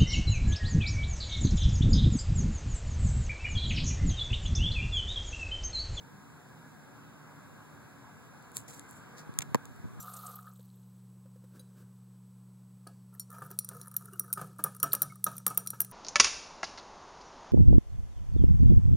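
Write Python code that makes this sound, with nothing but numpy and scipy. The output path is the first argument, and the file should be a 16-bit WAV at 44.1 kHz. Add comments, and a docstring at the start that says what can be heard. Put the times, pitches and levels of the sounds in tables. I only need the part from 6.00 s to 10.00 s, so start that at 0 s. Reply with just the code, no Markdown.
"""A quiet park, heard from a hand-held camera with two closely spaced microphones.
Far off, traffic swells, engines drone and a faint bird whistles; the air rumbles softly now and then.
Close by, clothing slides and snaps; then fingers shift on the camera, which clicks, knocks once and
rumbles. Each channel is one microphone minus the delayed other, so a touch on one sounds very wide."""
import sys
import numpy as np
from scipy import signal
from scipy.fft import rfft, irfft
from scipy.io import wavfile
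from scipy.ndimage import uniform_filter1d

SR = 44100
rng = np.random.default_rng(int(sys.argv[2]) if len(sys.argv) > 2 else 0)


def generate_wav(signal):
    """Clip the signal to [-1, 1] and save it as 16-bit WAV at the path in sys.argv[1]."""
    frames = np.transpose(np.atleast_2d(signal))
    scaled = np.clip(frames, -1, 1) * 32767
    pcm = np.round(scaled).astype(np.int16)
    wavfile.write(sys.argv[1], SR, pcm)


N = 176400
TIME = np.arange(N) / SR


def amp(db):
    """Decibels to gain."""
    return 10 ** (np.asarray(db) / 20)


def unit(x):
    """Scales to rms 1."""
    return x / np.sqrt(np.mean(x ** 2) + 1e-20)


def level_at(colour, hz):
    """Level in dB of a spectrum, interpolated on a log-frequency axis."""
    f, db = np.transpose(colour)
    return np.interp(np.log(hz + 1), np.log(f), db)


def tilted(colour, tilt_db):
    """Brightens or dulls a spectrum above 2400 Hz, in dB per octave."""
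    return [(hz, db + tilt_db * np.log2(max(hz / 2400, 1))) for hz, db in colour]


def add(mix, start, sound):
    """Adds a two-microphone sound at a start time in seconds."""
    part = mix[:, round(start * SR):][:, :sound.shape[1]]
    part += sound[:, :part.shape[1]]


def noise(gain):
    """Noise of rms 1 whose spectrum follows gain(hz)."""
    spectrum = rfft(rng.standard_normal(N)) * gain(np.fft.rfftfreq(N, 1 / SR))
    return unit(irfft(spectrum, N))


def band(centre_hz, half_width_hz):
    """A bell-shaped band of noise, rms 1."""
    return noise(lambda hz: np.exp(-((hz - centre_hz) / half_width_hz) ** 2))


def wander(rate_hz):
    """Slow random motion of rms 1."""
    return band(0, rate_hz)


def tick(colour, rattle_s, rattle_db, size=2048):
    """An impulse and a brief rattle through a causal colour filter; energy 1."""
    hz = np.abs(np.fft.fftfreq(size, 1 / SR))
    log_gain = np.log(amp(level_at(colour, hz)) * (hz + 1) / (hz + 150))
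    body = np.fft.ifft(np.exp(np.conj(signal.hilbert(log_gain)))).real  # minimum phase
    push = rng.standard_normal(size) * np.exp(-np.arange(size) / SR / rattle_s)
    push *= amp(rattle_db) / np.linalg.norm(push)
    push[0] += 1
    sound = signal.fftconvolve(push, body)[:size]
    return sound / np.linalg.norm(sound)


def ring(modes, tilt_db, rise_cycles, size=6000):
    """Damped modes of alternating sign; each swells over part of a cycle, so low ones come in later."""
    t = np.arange(size) / SR
    sound = np.zeros(size)
    for k, (hz, db, t60) in enumerate(modes):
        rise = 1 - np.exp(-t * hz / rise_cycles)
        decay = amp(db + tilt_db * np.log2(hz / modes[0][0]) - 60 * t / t60)
        sound += (-1) ** k * rise * decay * np.sin(2 * np.pi * hz * t)
    return sound


# Park air, alike at both microphones and opposite between them (f/Hz, level/dB per Hz)
AIR_SHARED = [(25, -78), (45, -79.5), (80, -76), (120, -66), (180, -74.5), (235, -76), (320, -85.5),
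              (380, -86.5), (620, -93.5), (950, -91), (1350, -93.5), (1680, -92.5), (1740, -103),
              (1950, -101.5), (2400, -104.5), (3500, -109), (4900, -115), (7000, -111), (10000, -115.5),
              (15500, -116)]
AIR_OPPOSED = [(25, -100), (45, -104), (80, -100), (115, -85.5), (260, -92), (400, -95), (620, -100),
               (900, -95), (1300, -93.5), (1680, -86), (1770, -100), (2700, -107), (4900, -113),
               (6500, -111), (10000, -116), (15500, -115)]
# Slow swell of the far traffic (t/s, level/dB)
TRAFFIC_SWELL = [(0, -2), (.7, -1.5), (1.4, -0.5), (2.3, -1), (2.8, -0.4), (3.3, 1.5), (3.7, -1.8),
                 (4, -0.6)]


def park_air(patch_db=1.2, top_hz=15800):
    """All around: far traffic swelling in the midrange and a faint hiss, drifting in patches."""
    def layer(colour):
        hz, t, spectra = signal.stft(rng.standard_normal(N), SR, nperseg=2048, noverlap=1536)
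        hz = hz[:, None]
        patches = uniform_filter1d(rng.standard_normal(spectra.shape), size=14, axis=0)
        patches = unit(uniform_filter1d(patches, size=9, axis=1))
        swell = np.interp(t, *np.transpose(TRAFFIC_SWELL)) * ((hz > 350) & (hz < 3500))
        spectra *= amp(level_at(colour, hz) + swell + patch_db * patches) * (hz < top_hz)
        return signal.istft(spectra, SR, nperseg=2048, noverlap=1536)[1][:N] * np.sqrt(SR / 2)
    return layer(AIR_SHARED) + np.outer([1, -1], layer(AIR_OPPOSED))


# Drones of far engines (f/Hz, half width/Hz, level/dB)
ENGINE_DRONES = [(151.8, 5, -57.5), (281.2, 4.8, -64.5), (484.2, 7.4, -77.5), (601.6, 7.4, -82.5),
                 (735, 13, -77), (1673, 10, -80.5)]


def engines():
    """Far off: engines hum in narrow bands of noise, alike at both microphones."""
    return sum(amp(db) * band(hz, half_width) for hz, half_width, db in ENGINE_DRONES)


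# Brief low swells of the air (peak t/s, half length/s, level/dB)
AIR_GUSTS = [(.165, .055, -46.5), (.55, .035, -54), (2.584, 0.032, -49)]


def gusts():
    """At both microphones: the air swells in a soft, low rumble."""
    level = sum(amp(db) * np.exp(-((TIME - peak) / half) ** 2) for peak, half, db in AIR_GUSTS)
    return level * band(centre_hz=154, half_width_hz=68)


# Notes of the bird (t/s, length/s, first f/Hz, last f/Hz, level/dB)
BIRD_NOTES = [(0.947, 0.16, 2740, 2640, -68), (1.1, .12, 2880, 2950, -75), (1.21, 0.099, 2040, 2000, -70),
              (1.42, 0.15, 2640, 2820, -72), (2.127, .13, 2750, 2680, -72), (2.742, 0.18, 2120, 2060, -67),
              (2.982, .19, 3090, 3055, -74)]


def bird(waver=0.003):
    """Very distant, on the left microphone: soft gliding whistles, almost lost in the air."""
    out = np.zeros((2, N))
    for start, length, first_hz, last_hz, db in BIRD_NOTES:
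        progress = np.linspace(0, 1, round(length * SR))
        glide_hz = first_hz + (last_hz - first_hz) * progress
        hz = glide_hz * (1 + waver * wander(40)[:len(progress)])
        whistle = np.sin(np.pi * progress) * np.sin(2 * np.pi * np.cumsum(hz) / SR)
        add(out, start, np.outer([amp(db), 0], whistle))
    return out


# Strokes of sliding cloth (t/s, rise/s, fade/s, level/dB, dullness 0-1)
CLOTH_STROKES = [(2.527, 0.046, 0.021, -43, 0), (2.673, 0.0083, 0.058, -49.5, 0.4),
                 (2.725, 0.018, 0.057, -54, 0.16), (2.865, 0.031, 0.064, -57.5, .1),
                 (2.91, .06, 0.028, -60, 0), (3.15, 0.039, 0.02, -50, 0.9)]
# Bright and dull cloth spectra, blended by dullness (f/Hz, level/dB)
CLOTH_BRIGHT = [(300, -6), (1500, -12), (2500, -10.5), (3500, -10.5), (5000, -13), (6200, -6), (7500, -1),
                (9500, -6.5), (12500, -8.5), (15500, -14)]
CLOTH_DULL = [(2500, -3), (3500, -4), (5000, 1), (6200, 1), (7500, -9), (9500, -10), (12500, -11),
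              (15500, -12)]


def cloth_rustle(grain_db=2):
    """Close by, wide across the microphones: fabric slides in grainy strokes that swell and fade."""
    out = np.zeros((2, N))
    for start, rise, fade, db, dull in CLOTH_STROKES:
        def gain(hz):
            return amp((1.5 - dull) * level_at(CLOTH_BRIGHT, hz) + dull * level_at(CLOTH_DULL, hz))
        swell = np.clip((TIME - start) / rise, 0, 1) ** 2
        decay = np.exp(-np.maximum(TIME - start - rise, 0) / fade)
        friction = unit(noise(gain) + np.outer([1, -1], noise(gain))) / np.sqrt(2)
        out += amp(db + grain_db * wander(280)) * swell * decay * friction
    return out


# Small snaps of the cloth (t/s, level/dB, left microphone share 0-1, tilt/dB per octave)
CLOTH_SNAPS = [(2.4257, -38, .7, 0.5), (2.518, -35, 1, 2), (2.548, -32, .8, 0), (2.567, -29, .9, 1),
               (2.569, -7.5, 0.96, 1), (2.5803, -21.5, .8, 2), (2.615, -35, .8, -3), (2.7365, -29, .7, -8),
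               (2.7954, -22.5, 1, -1), (2.9108, -27.5, 1, 7), (3.34, -34.5, 0.1, -6), (3.7623, -40, .4, 4)]
# Spectrum of a snap (f/Hz, level/dB)
SNAP_SPECTRUM = [(150, -10), (500, -2), (1200, -22), (2300, -9.5), (3500, -4.5), (4400, -7), (5400, -13),
                 (6500, 1.5), (7800, 5), (9000, -5), (10500, 3), (13000, -6), (15500, -16)]


def cloth_snaps():
    """Close by, mostly on the left microphone: the fabric snaps in tiny, dry ticks."""
    out = np.zeros((2, N))
    for start, db, left, tilt in CLOTH_SNAPS:
        snap = tick(tilted(SNAP_SPECTRUM, tilt), rattle_s=0.0006, rattle_db=-8)
        add(out, start, amp(db) * np.outer([left, 1 - left], snap))
    return out


# Spectrum of the hand rubbing the casing (f/Hz, level/dB)
RUB_SPECTRUM = [(25, -36), (55, -20), (100, 4), (150, 10), (250, -5), (450, -28), (1000, -43), (4000, -68)]


def grip_rub(start_s=3.28, level_db=-51.5, lump_db=3.5):
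    """On the camera, at the left microphone: the hand rubs with a steady, lumpy rumble."""
    rumble = noise(lambda hz: amp(level_at(RUB_SPECTRUM, hz)))
    lumps = amp(lump_db * wander(25))
    onset = np.clip((TIME - start_s) / 0.02, 0, 1)
    return np.outer([amp(level_db), 0], unit(rumble * lumps) * onset)


# Soft bumps of the grip (t/s, level/dB, tilt/dB per octave)
GRIP_BUMPS = [(3.268, -41, 4), (3.29, -33, 6.5), (3.389, -29.5, -4), (3.453, -43, 0), (3.516, -38, 1),
              (3.685, -40, 2), (3.795, -36, -8), (3.839, -30.5, 2.5), (3.851, -27, 0.5), (3.901, -39, -7),
              (3.969, -37, -3), (3.988, -34, -3)]
# Casing modes under a soft touch (f/Hz, level/dB, 60 dB decay/s)
SOFT_MODES = [(117, 3.5, 0.057), (210, -2.5, 0.037), (342, -10, 0.018), (500, -25, 0.013)]


def grip_bumps():
    """On the camera, at the left microphone: shifting fingers stir the casing's low modes."""
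    out = np.zeros((2, N))
    for start, db, tilt in GRIP_BUMPS:
        add(out, start, np.outer([amp(db), 0], ring(SOFT_MODES, tilt, rise_cycles=0.41)))
    return out


# Sharp clicks (t/s, level/dB, left microphone share 0-1, tilt/dB per octave, rattle level/dB)
CASING_CLICKS = [(3.3883, -0.5, 0, 0, -24), (3.3889, -4.5, 0.05, -1.5, -16), (3.3923, -21, .2, -6, -7),
                 (3.4073, -18.5, 0.1, -11, -5), (3.4192, -15.5, 0.1, -7, 3), (3.4221, -13.5, 0, -6, -6),
                 (3.4257, -22, 0, -10, -3), (3.6548, -24.5, .05, -2.5, -8)]
# Spectrum of a click (f/Hz, level/dB)
CLICK_SPECTRUM = [(150, -22), (500, -12.5), (1000, -8.5), (1600, -12), (2400, -5.5), (3400, -3),
                  (4300, -12), (5400, -5.5), (6600, 6), (7450, 0), (8300, 5), (9500, -1), (10500, -16),
                  (11300, -11), (12800, 0.5), (13900, -11), (15600, -2)]


def casing_clicks():
    """On the camera, mostly at the right microphone: the casing clicks and briefly rattles."""
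    out = np.zeros((2, N))
    for start, db, left, tilt, rattle_db in CASING_CLICKS:
        click = tick(tilted(CLICK_SPECTRUM, tilt), rattle_s=0.0023, rattle_db=rattle_db)
        add(out, start, amp(db) * np.outer([left, 1 - left], click))
    return out


# A finger's knock and its bounce (t/s, level/dB, tilt/dB per octave)
FINGER_HITS = [(3.5461, 0.5, 0), (3.5548, -9.5, -1)]
# Casing modes under a knock (f/Hz, level/dB, 60 dB decay/s)
HARD_MODES = [(122, -15.5, 0.037), (222, -4, 0.016), (350, -16.5, .018), (490, -11, 0.018),
              (627, -20, 0.011), (976, -9, 0.011), (1230, -22, .008), (1620, -25, 0.011)]
# Spectrum of the crack on contact (f/Hz, level/dB)
CRACK_SPECTRUM = [(200, -35), (900, 0), (1500, 1), (2300, 2), (3200, -2), (3700, -7), (5000, -6),
                  (7000, -1.5), (9500, -13), (12500, -12), (15500, -22)]


def finger_knock(crack_db=-7):
    """At the left microphone: a finger hits with a crack, rings the casing and bounces."""
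    out = np.zeros((2, N))
    for start, db, tilt in FINGER_HITS:
        body = ring(HARD_MODES, tilt, rise_cycles=0.46)
        crack = amp(crack_db + tilt) * tick(CRACK_SPECTRUM, rattle_s=0.001, rattle_db=-5)
        for sound in (body, crack):
            add(out, start, np.outer([amp(db), 0], sound))
    return out


def scene():
    """Park, clothing and hand as they reach the left and right microphones."""
    park = engines() + park_air() + gusts() + bird()
    clothing = cloth_rustle() + cloth_snaps()
    handling = casing_clicks() + finger_knock() + grip_bumps() + grip_rub()
    return park + clothing + handling


def record(dry):
    """In the camera: each channel subtracts the delayed other microphone, then is band-limited."""
    delay_samples, low_cut_hz, top_hz = 15, 57.5, 16300
    other_microphone = np.pad(dry[::-1], ((0, 0), (delay_samples, 0)))[:, :N]
    low_cut = signal.butter(3, low_cut_hz, "highpass", fs=SR, output="sos")
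    high_cut = signal.firwin(511, top_hz, window=("kaiser", 9), fs=SR)
    beams = signal.sosfilt(low_cut, dry - other_microphone)
    return signal.oaconvolve(beams, high_cut[None], "same")


dry = scene()
out = record(dry)
generate_wav(out)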